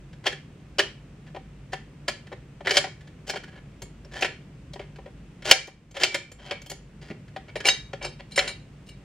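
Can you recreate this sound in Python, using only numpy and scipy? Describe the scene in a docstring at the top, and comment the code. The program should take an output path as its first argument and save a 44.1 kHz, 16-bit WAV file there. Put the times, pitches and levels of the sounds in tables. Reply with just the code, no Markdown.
"""A small screwdriver works screws out of the plastic shell of a model car: friction grinds, then a snap and crack.
The bit ticks on screw heads and a light metal bracket clinks and slides: blows that set decaying modes ringing.
The shell knocks hollowly, fingers tap, rub and rustle as filtered noise, and a hand bumps the car.
Behind, a small room reflects it all over shaped air noise and a wavering hum; a limiter ducks after the
hardest snaps."""
import sys
import numpy as np
from scipy import signal
from scipy.fft import rfft, irfft, next_fast_len
from scipy.io import wavfile

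SR = 44100
rng = np.random.default_rng(int(sys.argv[2]) if len(sys.argv) > 2 else 0)


def materialize(psi):
    """Save the field psi as 16-bit PCM at rate SR to the path in sys.argv[1].

    A 1-D psi becomes a single channel; in a 2-D psi each row is a channel.
    """
    bounded = np.clip(np.atleast_2d(psi).T, -1, 1)
    quanta = np.round(bounded * 32767).astype(np.int16)
    wavfile.write(sys.argv[1], SR, quanta)


N = 398653
EVENT_S = np.arange(SR // 2) / SR  # time axis of one event


def amp(db):
    """Decibels to gain."""
    return 10 ** (np.asarray(db) / 20)


def add(mix, s, sound):
    """Mixes a sound in at a time, cut at the end of the mix."""
    part = mix[..., round(s * SR):][..., :sound.shape[-1]]
    part += sound[..., :part.shape[-1]]


# Screws snapping loose. Each row: time in s, level in dB, treble against middle in dB, strongest body mode in Hz,
# struck panel's ring in Hz, tip crack in dB, grinding before the snap in s, final grinding level in dB,
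# roof buzz in dB. Levels are before the mix gains, here and below.
SNAPS = [(0.266, -18, -12, 490, 3160, -35, 0.01, -23, -44.5),
         (0.7843, -25, -6.5, 493, 1890, -31, 0.003, -38, -54),
         (0.792, -15.5, -12, 360, 1760, -28.5, 0.004, -30, -50),
         (2.081, -24.5, -6, 610, 1500, -34, 0.0054, -41, -46),
         (2.671, -20.5, -17.5, 580, 1970, -38, 0.026, -31, -46.5),
         (2.708, -20.5, -8.5, 450, 2900, -27, 0.012, -32.5, -41.5),
         (2.769, -14, -5, 546, 3380, -20, 0.042, -26, -36.5),
         (3.296, -29.5, -1.5, 577, 1640, -37.5, 0.03, -38, -44),
         (3.358, -33, -13.5, 766, 1510, -61, 0.024, -44, -58),
         (4.223, -20, -15.5, 635, 2530, -38, 0.029, -37.5, -48),
         (4.246, -23.5, -14, 613, 2350, -45, 0.0082, -44, -43.5),
         (5.475, -31, -6, 610, 3050, -42, 0.033, -29, -43),
         (5.512, -3, -5, 710, 2910, -8, 0.031, -23.5, -26.5),
         (5.967, -28, -10.5, 541, 3260, -54, 0.025, -34.5, -48),
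         (6.034, -11.5, -6, 630, 2460, -13.5, 0.044, -25, -28),
         (6.144, -19, -7, 574, 2220, -28.5, 0.034, -38, -39),
         (6.51, -24, -15, 526, 3200, -37.5, 0.13, -41.5, -42)]
# Loose roof panel. Each row: nominal mode in Hz, relative level in dB, t60 in s.
ROOF = [(2310, 1, 0.33), (2430, -7, 0.22), (3090, -5, 0.2), (4260, -10.5, 0.24), (4580, -9.5, 0.19),
        (6870, -15.5, 0.23)]
REBOUND_S, REBOUND_DB = 0.009, -8.5


def snaps(lead_s=0.0004, crack_room_db=-6, detune=0.012):
    """Screws break loose: the tip cracks and bounces once; the roof buzzes on, each mode's pitch varied at random."""
    out = np.zeros((2, N))
    for s, db, treble_db, body_hz, panel_hz, crack_db, _, _, roof_db in SNAPS:
        tone = hardness(db)[0], treble_db, panel_hz, body_hz
        snap = strike(db, *tone)
        add(snap, REBOUND_S, strike(db + REBOUND_DB, *tone))
        roof = [(hz * (1 + detune * rng.standard_normal()), level_db, t60_s) for hz, level_db, t60_s in ROOF]
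        buzz = ring(roof, spread_db=3, flutter=1.6, flutter_s=0.0065)
        buzz = buzz * (1 - np.exp(-EVENT_S / 0.0055))
        beam_db = np.interp(db, [-25, -5], [3, 9])
        add(out, s - lead_s, beamed(snap, panel_hz, beam_db))
        add(out, s - lead_s, amp([[crack_db], [crack_db + crack_room_db]]) * crack())
        add(out, s, amp(roof_db) * buzz / attack(buzz))
    return out


CRACK_HZ, CRACK_WIDTH_HZ, CRACK_T60_S = 4845, 790, 0.025


def crack(rise_s=0.001):
    """The steel tip slips in the screw head: a short noise burst through one narrow, bright resonance."""
    burst = rng.choice([-1., 1.], len(EVENT_S)) * (1 - np.exp(-EVENT_S / rise_s))
    burst = burst * amp(-60 * EVENT_S / CRACK_T60_S)
    bite = colour(burst, hump(bins(burst), CRACK_HZ, CRACK_WIDTH_HZ))
    return bite / attack(bite)


# Blow strength to tone. Each row: level in dB, bass against middle in dB, treble against middle in dB.
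HARDNESS = [(-55.5, 9.5, -17.5), (-37.5, 1.5, -16), (-17.5, -7.5, -4.5), (-3.5, -11.5, -8)]


def hardness(db):
    """A harder blow has a shorter contact, so less bass and, mostly, more treble."""
    level_db, bass_db, treble_db = np.transpose(HARDNESS)
    return np.interp(db, level_db, bass_db), np.interp(db, level_db, treble_db)


def strike(out_db, bass_db, treble_db, panel_hz, body_hz):
    """One hit on plastic; hard hits rise faster and ring the panel more."""
    rise_s = np.interp(out_db, [-50, -20], [.002, .0007])
    panel_db = np.interp(out_db, [-22, -4], [6, 15])
    return amp(out_db) * blow(bass_db, treble_db, panel_hz, body_hz, rise_s=rise_s, panel_db=panel_db)


RATTLE_HZ, RATTLE_WIDTH_HZ, RATTLE_PEAK_DB = 2335, 220, 5  # loose roof panel


def blow(bass_db, treble_db, panel_hz, body_hz=580, chatter_db=6, chatter_s=0.011, rise_s=0.00071,
         panel_db=7, body_db=7, rattle_db=-1, rattle_t60_s=.07):
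    """Contact chatters for milliseconds in the modes nearest the struck spot; the whole shell rattles on briefly."""
    force = rng.choice([-1., 1.], len(EVENT_S)) * (1 - np.exp(-EVENT_S / rise_s))
    hz = bins(force)
    panel = hump(hz, panel_hz, width_hz=480)
    body = hump(hz, body_hz, width_hz=220)
    chatter_gain = amp(chatter_db + panel_db * panel + body_db * body)
    chatter = colour(force * np.exp(-(EVENT_S / chatter_s) ** 2), chatter_gain)
    rattle_gain = amp(RATTLE_PEAK_DB * hump(hz, RATTLE_HZ, RATTLE_WIDTH_HZ))
    rattle = colour(force * amp(rattle_db - 60 * EVENT_S / rattle_t60_s), rattle_gain)
    return voiced(colour(chatter + rattle, shell_gain(hz)), bass_db, treble_db)


# Main shell resonances. Each row: centre in Hz, width in Hz, relative level in dB.
SHELL = [(387.8, 66, -6.5), (410, 27, -13), (568.4, 52, -6), (765.6, 31, -5.5), (978.6, 60, -13.5),
         (1442, 73, -7), (1730, 120, -7), (1870, 140, -14), (2284, 21, -5), (2400, 20, -20.5),
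         (2750, 54, -8), (3164, 200, -4), (3040, 52, -7), (4440, 820, -10), (5470, 310, -13.5),
         (6820, 470, -12.5)]
# Dense lesser shell modes. Each row: frequency in Hz, relative level in dB.
PLASTIC = [(60, -34), (220, -16), (320, -9.5), (600, -4), (850, -10), (1150, -10), (1700, 5), (2950, 0),
           (3900, -1), (5200, 0), (7000, -5), (9500, -10.5), (11500, -24), (16000, -13)]


def shell_gain(hz, modes_db=5, dense_db=-7.0):
    """Main resonances over dense lesser modes; so small a shell radiates little deep bass."""
    peaks = sum(amp(db + modes_db) ** 2 * hump(hz, f, width_hz) for f, width_hz, db in SHELL)
    return np.sqrt(amp(read(PLASTIC, hz) + dense_db) ** 2 + peaks * (1 - np.exp(-(hz / 330) ** 4)))


# Bracket sliding on the body. Each row: start in s, end in s, level in dB, treble against middle in dB.
SLIDES = [(7.651, 7.681, -26.5, -1.5), (8.01, 8.074, -36, -23), (8.303, 8.355, -54.5, -4),
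          (8.418, 8.515, -43.5, -8), (8.863, 8.901, -59, 1.5)]
# Fingers and tool rubbing the shell. Each row: start in s, end in s, start level in dB, end level in dB,
# treble against middle in dB, pitch favoured at that spot in Hz.
RUBS = [(0.238, 0.258, -42, -43, -12, 1986), (1.263, 1.292, -48, -58, -14, 1710),
        (1.72, 1.732, -45, -42, -6, 1800), (1.75, 1.8, -54, -67, -10, 2100),
        (3.472, 3.497, -46, -52, -14, 1680), (3.518, 3.591, -53.5, -50, -19, 1700),
        (4.113, 4.172, -48.5, -35, -10.5, 1730), (4.172, 4.205, -33, -46, -9, 1730),
        (4.8, 4.85, -46, -55, -17, 2120), (6.448, 6.48, -45, -45, -7, 4300),
        (6.694, 6.722, -48, -41.5, 6, 3000), (7.012, 7.104, -48.5, -56, -7.5, 4830),
        (7.478, 7.505, -47, -45.5, -18, 2270), (7.638, 7.652, -41, -28, -11, 2290),
        (8.19, 8.21, -42.5, -40.5, -17, 4400), (8.405, 8.5, -35.5, -40, -17, 2080)]
GRIND_SWELL_DB, GRIND_BRIGHT_DB = 8.5, 1  # brightness against the snap that follows
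GRIND_HZ, SLIDE_HZ = 3130, 2860


def scrapes():
    """The thread grinds harder until each snap, fingers and tool rub the shell, and the bracket slides off its seat."""
    grinds = [(s - length_s, s, db - GRIND_SWELL_DB, db, treble_db + GRIND_BRIGHT_DB, GRIND_HZ)
              for s, _, treble_db, *_, length_s, db, _ in SNAPS]
    slides = [(start, end, db, db, treble_db, SLIDE_HZ) for start, end, db, treble_db in SLIDES]
    return (friction(grinds, shell_gain, bass_db=-3.0, spot_db=6)
            + friction(RUBS, shell_gain, bass_db=-3.0, spot_db=9)
            + friction(slides, bracket_gain, bass_db=-3.0, spot_db=0.0))


def friction(rows, body_gain, bass_db, spot_db, slips_per_s=450, uneven_db=5, hiss=0.17,
             clump_db=2.0, clump_s=0.0051):
    """Tiny random slips, swelling in clumps over hiss, drive a body under a force that ramps in dB."""
    out = np.zeros(N)
    for start, end, start_db, end_db, treble_db, spot_hz in rows:
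        size = int(np.clip(round((end - start) * SR), 64, len(EVENT_S)))
        chance = rng.random(len(EVENT_S))
        heft = rng.exponential(1, len(EVENT_S))
        fizz = rng.standard_normal(len(EVENT_S))
        slips = (chance < slips_per_s / SR) * amp(uneven_db * np.minimum(heft, 2)) * np.sign(fizz)
        drive = evened(amp(clump_db * wander(size, clump_s)) * (slips + hiss * fizz)[:size])
        force = amp(np.linspace(start_db, end_db, size)) * (1 - np.exp(-EVENT_S[:size] / 0.0041))
        drive = np.pad(drive * force, (0, len(EVENT_S) - size))
        hz = bins(drive)
        gain = body_gain(hz) * amp(spot_db * hump(hz, spot_hz, width_hz=170))
        grind = voiced(colour(drive, gain), bass_db, treble_db, size=size)
        add(out, start, attack(force, size=size) * grind)
    return out


# Knocks on the bracket. Each row: time in s, level in dB, bass against middle in dB, favoured pitch in Hz,
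# ring against the row level in dB, place from face 0 to edge 1.
CLINKS = [(7.563, -41.5, 11.5, 2280, 2, 0), (7.653, -22.5, -3, 2300, 1.5, 0),
          (7.667, -27.5, -1, 2820, 5, 0.13), (7.685, -12, -12.5, 2830, -7, 0.92),
          (7.931, -45, 1.5, 4500, -10.5, 0.78), (8.025, -42.5, -3, 2250, 4, 0.59),
          (8.047, -33, 2.5, 5350, -1, 0.23), (8.319, -51, -16, 4100, 9, 0.17),
          (8.359, -35.5, -10, 8800, 7, 0), (8.376, -16, -2.5, 2000, -7.5, 0.26),
          (8.39, -14, -14, 4150, -26, 0.2), (8.476, -29.5, -9, 4120, -2, 0.0027),
          (8.888, -50.5, -18.5, 2900, 3.5, 0.18)]
# Bracket modes. Each row: frequency in Hz, relative level struck on the face in dB, on the edge in dB, t60 in s.
BRACKET = [(2296, -2, -4, 0.19), (2820, -1, -8, 0.11), (3110, -12, -9, 0.22), (3801, -7, 3.5, 0.21),
           (4100, -3, -12, 0.13), (4515, -9, -0.5, 0.17), (5292, -3, 0, 0.14), (6280, -8, 4, 0.085),
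           (6830, -8, -20, 0.11), (7115, -12, -18, 0.12), (7525, -6, -5, 0.11), (8700, -4, -14, 0.07),
           (8990, -7, -10, 0.1), (9620, -15, -19, 0.1), (10900, -14, -20, 0.08), (14300, -11, -17, 0.06)]


def clinks():
    """The bracket knocks on its seat, each time at its own place between face and edge; the next chokes the ring."""
    out = np.zeros((2, N))
    next_s = [row[0] for row in CLINKS[1:]] + [N / SR]
    for (s, db, bass_db, spot_hz, ring_db, edge), until in zip(CLINKS, next_s):
        modes = [(hz, np.interp(edge, [0, 1], [face_db, edge_db]), t60_s)
                 for hz, face_db, edge_db, t60_s in BRACKET]
        clink = metal(modes, bass_db, spot_hz, ring_db, blow_db=-2.5, bright_db=-10.0, free_s=until - s)
        add(out, s, amp(db) * clink)
    return out


def bracket_gain(hz, modes_db=13, damped_hz=45):
    """The bracket's modes, broadened by contact damping, stand out over the shell."""
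    peaks = sum(amp(db + modes_db) ** 2 * hump(hz, f, damped_hz) for f, db, _, _ in BRACKET)
    return np.sqrt(peaks + shell_gain(hz) ** 2)


SPOT_HZ, SPOT_DB_PER_OCTAVE = 3010, 1.5  # a metal blow brightens with its spot's pitch


def metal(modes, bass_db, spot_hz, ring_db, blow_db, bright_db, free_s, favour_db=7, choke_db=6):
    """A blow rings a metal part, most near the spot's pitch, until contact chokes it after free_s."""
    struck = [(hz, level_db + favour_db * hump(hz, spot_hz, width_hz=500), t60_s)
              for hz, level_db, t60_s in modes]
    tone = ring(struck, spread_db=1.0, flutter=0.69, flutter_s=0.01) * (1 - np.exp(-EVENT_S / 0.0017))
    tone = tone * amp(-choke_db * np.clip((EVENT_S - free_s) / 0.006, 0, 1))
    treble_db = bright_db + SPOT_DB_PER_OCTAVE * np.log2(spot_hz / SPOT_HZ)
    knock = blow(bass_db, treble_db, spot_hz, chatter_s=0.01, panel_db=16.5)
    return amp(blow_db) * beamed(knock, spot_hz, beam_db=12.5) + amp(ring_db) * tone / attack(tone)


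# Bit touching a screw head. Each row: time in s, level in dB, bass against middle in dB, favoured pitch in Hz,
# ring against the row level in dB.
TICKS = [(3.819, -43, 3, 6370, -2), (4.047, -55, 8, 5430, -18), (4.209, -37.5, -5, 6360, -10),
         (4.734, -44, 0, 3840, -28), (5.672, -45, -9, 6300, -6), (5.91, -51.5, -1, 6400, -3.5),
         (6.316, -46, 2.5, 6980, -2.5), (6.617, -47, -6, 6400, -5), (6.661, -46, -4, 3080, -2),
         (6.698, -40, -8, 7030, 3)]
# Bit modes. Each row: frequency in Hz, relative level in dB, t60 in s.
BIT = [(2202, -11, 0.17), (3200, -14, 0.15), (4377, -6, 0.11), (5346, -18.5, 0.11), (6430, -7.5, 0.083),
       (6800, -10.5, 0.2), (7520, -5, 0.11), (8888, -13, 0.1), (9250, -9, 0.11), (10470, -7, 0.081),
       (12600, -8, 0.08), (14000, -4, 0.072)]


def ticks():
    """The bit touches a screw head and rings faintly, unchoked."""
    out = np.zeros((2, N))
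    for s, db, bass_db, spot_hz, ring_db in TICKS:
        tick = metal(BIT, bass_db, spot_hz, ring_db, blow_db=-2.0, bright_db=-0.5, free_s=N / SR)
        add(out, s, amp(db) * tick)
    return out


# Shell shifting under the tool. Each row: time in s, level in dB, strongest body mode in Hz.
KNOCKS = [(1.347, -47, 600), (1.362, -43, 770), (1.732, -30.5, 790), (2.317, -48, 700), (2.326, -42.5, 620),
          (2.606, -48, 615), (2.841, -32, 700), (2.87, -51, 752), (3.337, -38.5, 810), (4.224, -27, 700),
          (4.758, -47.5, 750), (4.794, -41, 615), (4.985, -54, 569), (5.059, -51.5, 570),
          (5.072, -59.5, 605), (5.677, -43.5, 542), (6.714, -44, 783), (7.362, -37.5, 735),
          (7.556, -32, 540), (7.932, -36.5, 514)]
# Shaft and fingertips on the roof. Each row: time in s, level in dB.
TAPS = [(0.13, -52), (0.324, -38), (2.269, -50), (2.693, -26.5), (3.008, -52), (3.073, -51.5),
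        (3.37, -38.5), (3.436, -43), (4.959, -51), (5.422, -44), (5.999, -31), (6.017, -23.5), (7.28, -55),
        (7.603, -34.5)]
TAP_BASS_DB, TAP_TREBLE_DB, TAP_PANEL_HZ, TAP_BODY_HZ = -6.5, -10.5, 1744, 369


def knocks(panel_hz=1900, lead_s=0.0008, hollow_db=3.0):
    """The shell knocks with extra bass as it shifts, and is tapped lightly on the roof."""
    out = np.zeros((2, N))
    for s, db, body_hz in KNOCKS:
        bass_db, treble_db = hardness(db)
        knock = strike(db, bass_db + hollow_db, treble_db, panel_hz, body_hz)
        add(out, s - lead_s, beamed(knock, body_hz, beam_db=6))
    for s, db in TAPS:
        add(out, s - lead_s, strike(db, TAP_BASS_DB, TAP_TREBLE_DB, TAP_PANEL_HZ, TAP_BODY_HZ))
    return out


RUSTLES_PER_S, RUSTLE_S, RUSTLE_HZ = 5.5, 0.012, 1500  # length x 0.5-1.5, pitch x 1-2
RUSTLE_DB, RUSTLE_SPREAD_DB, RUSTLE_TREBLE_DB = -57.5, 9, -10  # loudest start, range below it, treble


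def rustles():
    """Fingers keep shifting their grip: faint short rubs at random moments."""
    draws = rng.random((round(RUSTLES_PER_S * N / SR), 3))
    rows = []
    for when, length, soft in draws:
        start = when * N / SR
        end = start + RUSTLE_S * (.5 + length)
        start_db = RUSTLE_DB - RUSTLE_SPREAD_DB * soft
        end_db = RUSTLE_DB - RUSTLE_SPREAD_DB
        rows.append((start, end, start_db, end_db, RUSTLE_TREBLE_DB, RUSTLE_HZ * (1 + length)))
    return friction(rows, shell_gain, bass_db=0.0, spot_db=6.0)


# Dull bumps of the hand. Each row: time in s, level in dB.
BUMPS = [(7.1, -33), (7.109, -32)]
# Whole car on its tyres. Each row: mode in Hz, relative level in dB, t60 in s.
CHASSIS = [(160, -2, 0.08), (198.8, 2, 0.07), (244.5, 1, 0.07), (326, 0, 0.06), (419, -1, 0.065),
           (574, -5, 0.05)]


def bumps(rattle_db=-11, soft_hz=300):
    """A soft hand rocks the whole car in its low modes, and loose panels rattle."""
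    out = np.zeros(N)
    for s, db in BUMPS:
        thud = ring(CHASSIS, spread_db=3.5) * (1 - np.exp(-EVENT_S / 0.004))
        thud = colour(thud, hump(bins(EVENT_S), 0, 2 * soft_hz))
        add(out, s, amp(db) * (thud / attack(thud) + amp(rattle_db) * blow(1.31, -17.0, 2220)))
    return out


def ring(modes, spread_db, flutter=0.41, flutter_s=0.015):
    """Dying modes with random levels and phases, each fluttering randomly in level and phase."""
    out = np.zeros(len(EVENT_S))
    for hz, db, t60_s in modes:
        size, turn = rng.standard_normal(2)
        waver = 1 + flutter * (wander(len(EVENT_S), flutter_s) + 1j * wander(len(EVENT_S), flutter_s))
        envelope = amp(db + spread_db * size - 60 * EVENT_S / t60_s)
        out += envelope * (waver * np.exp(2j * np.pi * (hz * EVENT_S + turn))).real
    return out


def wander(size, step_s):
    """Random line of about unit size, with a new value every step."""
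    knots = np.arange(0, size + 1, max(step_s, .001) * SR)
    return np.interp(np.arange(size), knots, rng.standard_normal(len(EVENT_S))[:len(knots)])


def hump(hz, centre_hz, width_hz):
    """A resonance curve, 1 at its centre."""
    return 1 / (1 + (2 * (hz - centre_hz) / width_hz) ** 2)


def bins(x):
    """Frequencies in Hz of a sound's spectrum."""
    return np.fft.rfftfreq(x.shape[-1], 1 / SR)


def read(points, hz):
    """Reads a table on a log-frequency axis."""
    f, value = np.transpose(points)
    return np.interp(np.log(hz + 1), np.log(f + 1), value)


def evened(x):
    """Scales to an rms of 1."""
    return x / np.sqrt(np.mean(x ** 2) + 1e-20)


def attack(x, size=660):
    """Rms of the first size samples (15 ms by default)."""
    return np.sqrt(np.mean(x[:size] ** 2) + 1e-20)


def colour(x, gain):
    """Minimum-phase filter from a gain per bin."""
    log_gain = np.log(np.maximum(gain, 1e-5))
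    phase = -signal.hilbert(np.r_[log_gain, log_gain[-2:0:-1]]).imag[:len(gain)]
    return irfft(rfft(x) * np.exp(log_gain + 1j * phase), len(x))


LOW_HZ, HIGH_HZ = 1100, 4200  # edges of the middle band


def voiced(x, bass_db, treble_db, size=660):
    """Sets bass and treble against the middle band, whose attack is brought to level 1."""
    gains_db = []
    for edge, kind, db in ((LOW_HZ, "low", bass_db), ((LOW_HZ, HIGH_HZ), "band", 0), (HIGH_HZ, "high", treble_db)):
        band = signal.sosfilt(signal.butter(4, edge, kind, fs=SR, output="sos"), x)
        gains_db.append(db - 20 * np.log10(attack(band, size=size)))
    bass, middle, treble = gains_db
    curve = [(LOW_HZ * 0.88, bass), (LOW_HZ * 1.4, middle), (HIGH_HZ * 0.59, middle), (HIGH_HZ * 1.41, treble)]
    return colour(x, amp(read(curve, bins(x))))


def beamed(x, spot_hz, beam_db, beam_width_hz=700):
    """The spot beams its pitch at the microphone, so the room gets less: (straight sound, sound to the room)."""
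    return np.array([x, colour(x, amp(-beam_db * hump(bins(x), spot_hz, beam_width_hz)))])


# Phase lead of the left port. Each row: frequency in Hz, lead in radians.
LEAD = [(100, 0), (400, .05), (700, 0.4), (1300, 0.45), (2400, 0), (4400, .6), (7000, 1.3), (9000, 1.6),
        (14000, 2.4)]
# Left over right. Each row: frequency in Hz, difference in dB.
BALANCE = [(250, -0.5), (550, 2.5), (1000, 7), (2000, -2.5), (4500, 2.5), (12000, 0)]


def direct(x):
    """Straight path to the two ports: the left leads in phase, with a level difference per frequency."""
    padded = np.pad(x, (0, next_fast_len(N) - N))
    hz = bins(padded)
    half = amp(read(BALANCE, hz) / 2) * np.exp(.5j * read(LEAD, hz))
    return irfft(rfft(padded) * np.array([half, 1 / half]), len(padded))[:, :N]


# Room decay. Each row: frequency in Hz, t60 in s.
ROOM = [(250, 0.37), (700, 0.23), (2000, 0.32), (4500, 0.29), (9000, 0.27), (15000, 0.05)]


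def room(x, build_s=0.0017, count=3):
    """Dense reflections, each band dying at its own speed; their pattern drifts as the arms move."""
    out = np.zeros((2, N))
    for k in range(count):
        noise = rng.standard_normal((2, len(EVENT_S)))
        hz, t, z = signal.stft(noise, SR, nperseg=256)
        decay = amp(-60 * t / read(ROOM, hz)[:, None])
        tail = signal.istft(z * decay, SR, nperseg=256)[1][:, :len(EVENT_S)]
        tail = diffuse(tail) * (1 - np.exp(-(EVENT_S / build_s) ** 2))
        share = np.sqrt(2 / count) * np.cos(np.pi * (np.arange(N) / SR + k / count))
        out += signal.oaconvolve((share * x)[None], tail / np.linalg.norm(tail[0]), axes=1)[:, :N]
    return out


# Stereo width of diffuse sound. Each row: frequency in Hz, side over mid in dB.
WIDTH = [(60, -29.5), (130, -28), (290, -15), (640, -7), (1400, -6), (3100, -4), (7000, 1), (15000, 4)]


def diffuse(pair):
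    """Sound from all sides is alike at both ports in the bass and unlike in the treble."""
    mid, side = rfft(pair)
    width = amp(read(WIDTH, bins(pair)))
    ports = np.array([mid + width * side, mid - width * side]) / np.sqrt(1 + width ** 2)
    return irfft(ports, pair.shape[-1])


# Moving air. Each row: frequency in Hz, relative density in dB per Hz.
AIR = [(20, -26.5), (36, -25), (52, -7), (76, -14.5), (140, -7.5), (333, -21), (720, -32), (840, -34.5),
       (950, -35), (2700, -37), (4000, -45.5), (8800, -49.5), (10500, -60.5), (15500, -63)]
AIR_RMS_DB = -47
# Motor hum. Each row: frequency in Hz, nominal rms in dB.
HUM = [(50, -57), (145.3, -55)]


def room_tone(waver=0.28):
    """Low rumble of moving air as shaped noise, with hum sines wavering in level and phase."""
    noise = rng.standard_normal((2, next_fast_len(N)))
    rumble = irfft(rfft(noise) * amp(read(AIR, bins(noise))), noise.shape[1])
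    air = evened(diffuse(rumble)[:, :N])
    t, knots = np.arange(N) / SR, np.linspace(0, N / SR, 60)
    hum = 0
    for hz, db in HUM:
        swell, drift = (np.interp(t, knots, v) for v in rng.standard_normal((2, len(knots))))
        level = amp(db) * np.sqrt(2) * (1 + waver * swell)
        hum = hum + level * np.sin(2 * np.pi * hz * t + 2 * waver * drift)
    return amp(AIR_RMS_DB) * air + hum


def scene():
    """The work on the car, heard straight and through the room, over the room tone."""
    straight, around = snaps() + clinks() + ticks() + knocks() + scrapes() + rustles() + bumps()
    return amp(-1.5) * direct(straight) + amp(-10.5) * room(around) + room_tone()


def record(dry, limit_db=2.5, recovery_db_per_s=4.5, smooth_s=.004, edge_hz=15800):
    """A limiter dives on the hardest peaks and recovers slowly; what slips past clips; then a low-pass."""
    over_db = np.maximum(20 * np.log10(abs(dry).max(0) + 1e-9) - limit_db, 0)
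    fall_db = np.arange(N) * recovery_db_per_s / SR
    held_db = np.maximum.accumulate(over_db + fall_db) - fall_db
    keep = np.exp(-1 / (smooth_s * SR))
    cut_db = signal.lfilter([1 - keep], [1, -keep], held_db)
    limited = np.clip(dry / amp(cut_db), -1, 1)
    low_pass = signal.firwin(511, edge_hz, window=("kaiser", 9), fs=SR)
    return signal.oaconvolve(limited, low_pass[None], "same")


dry = scene()
out = record(dry)
materialize(out)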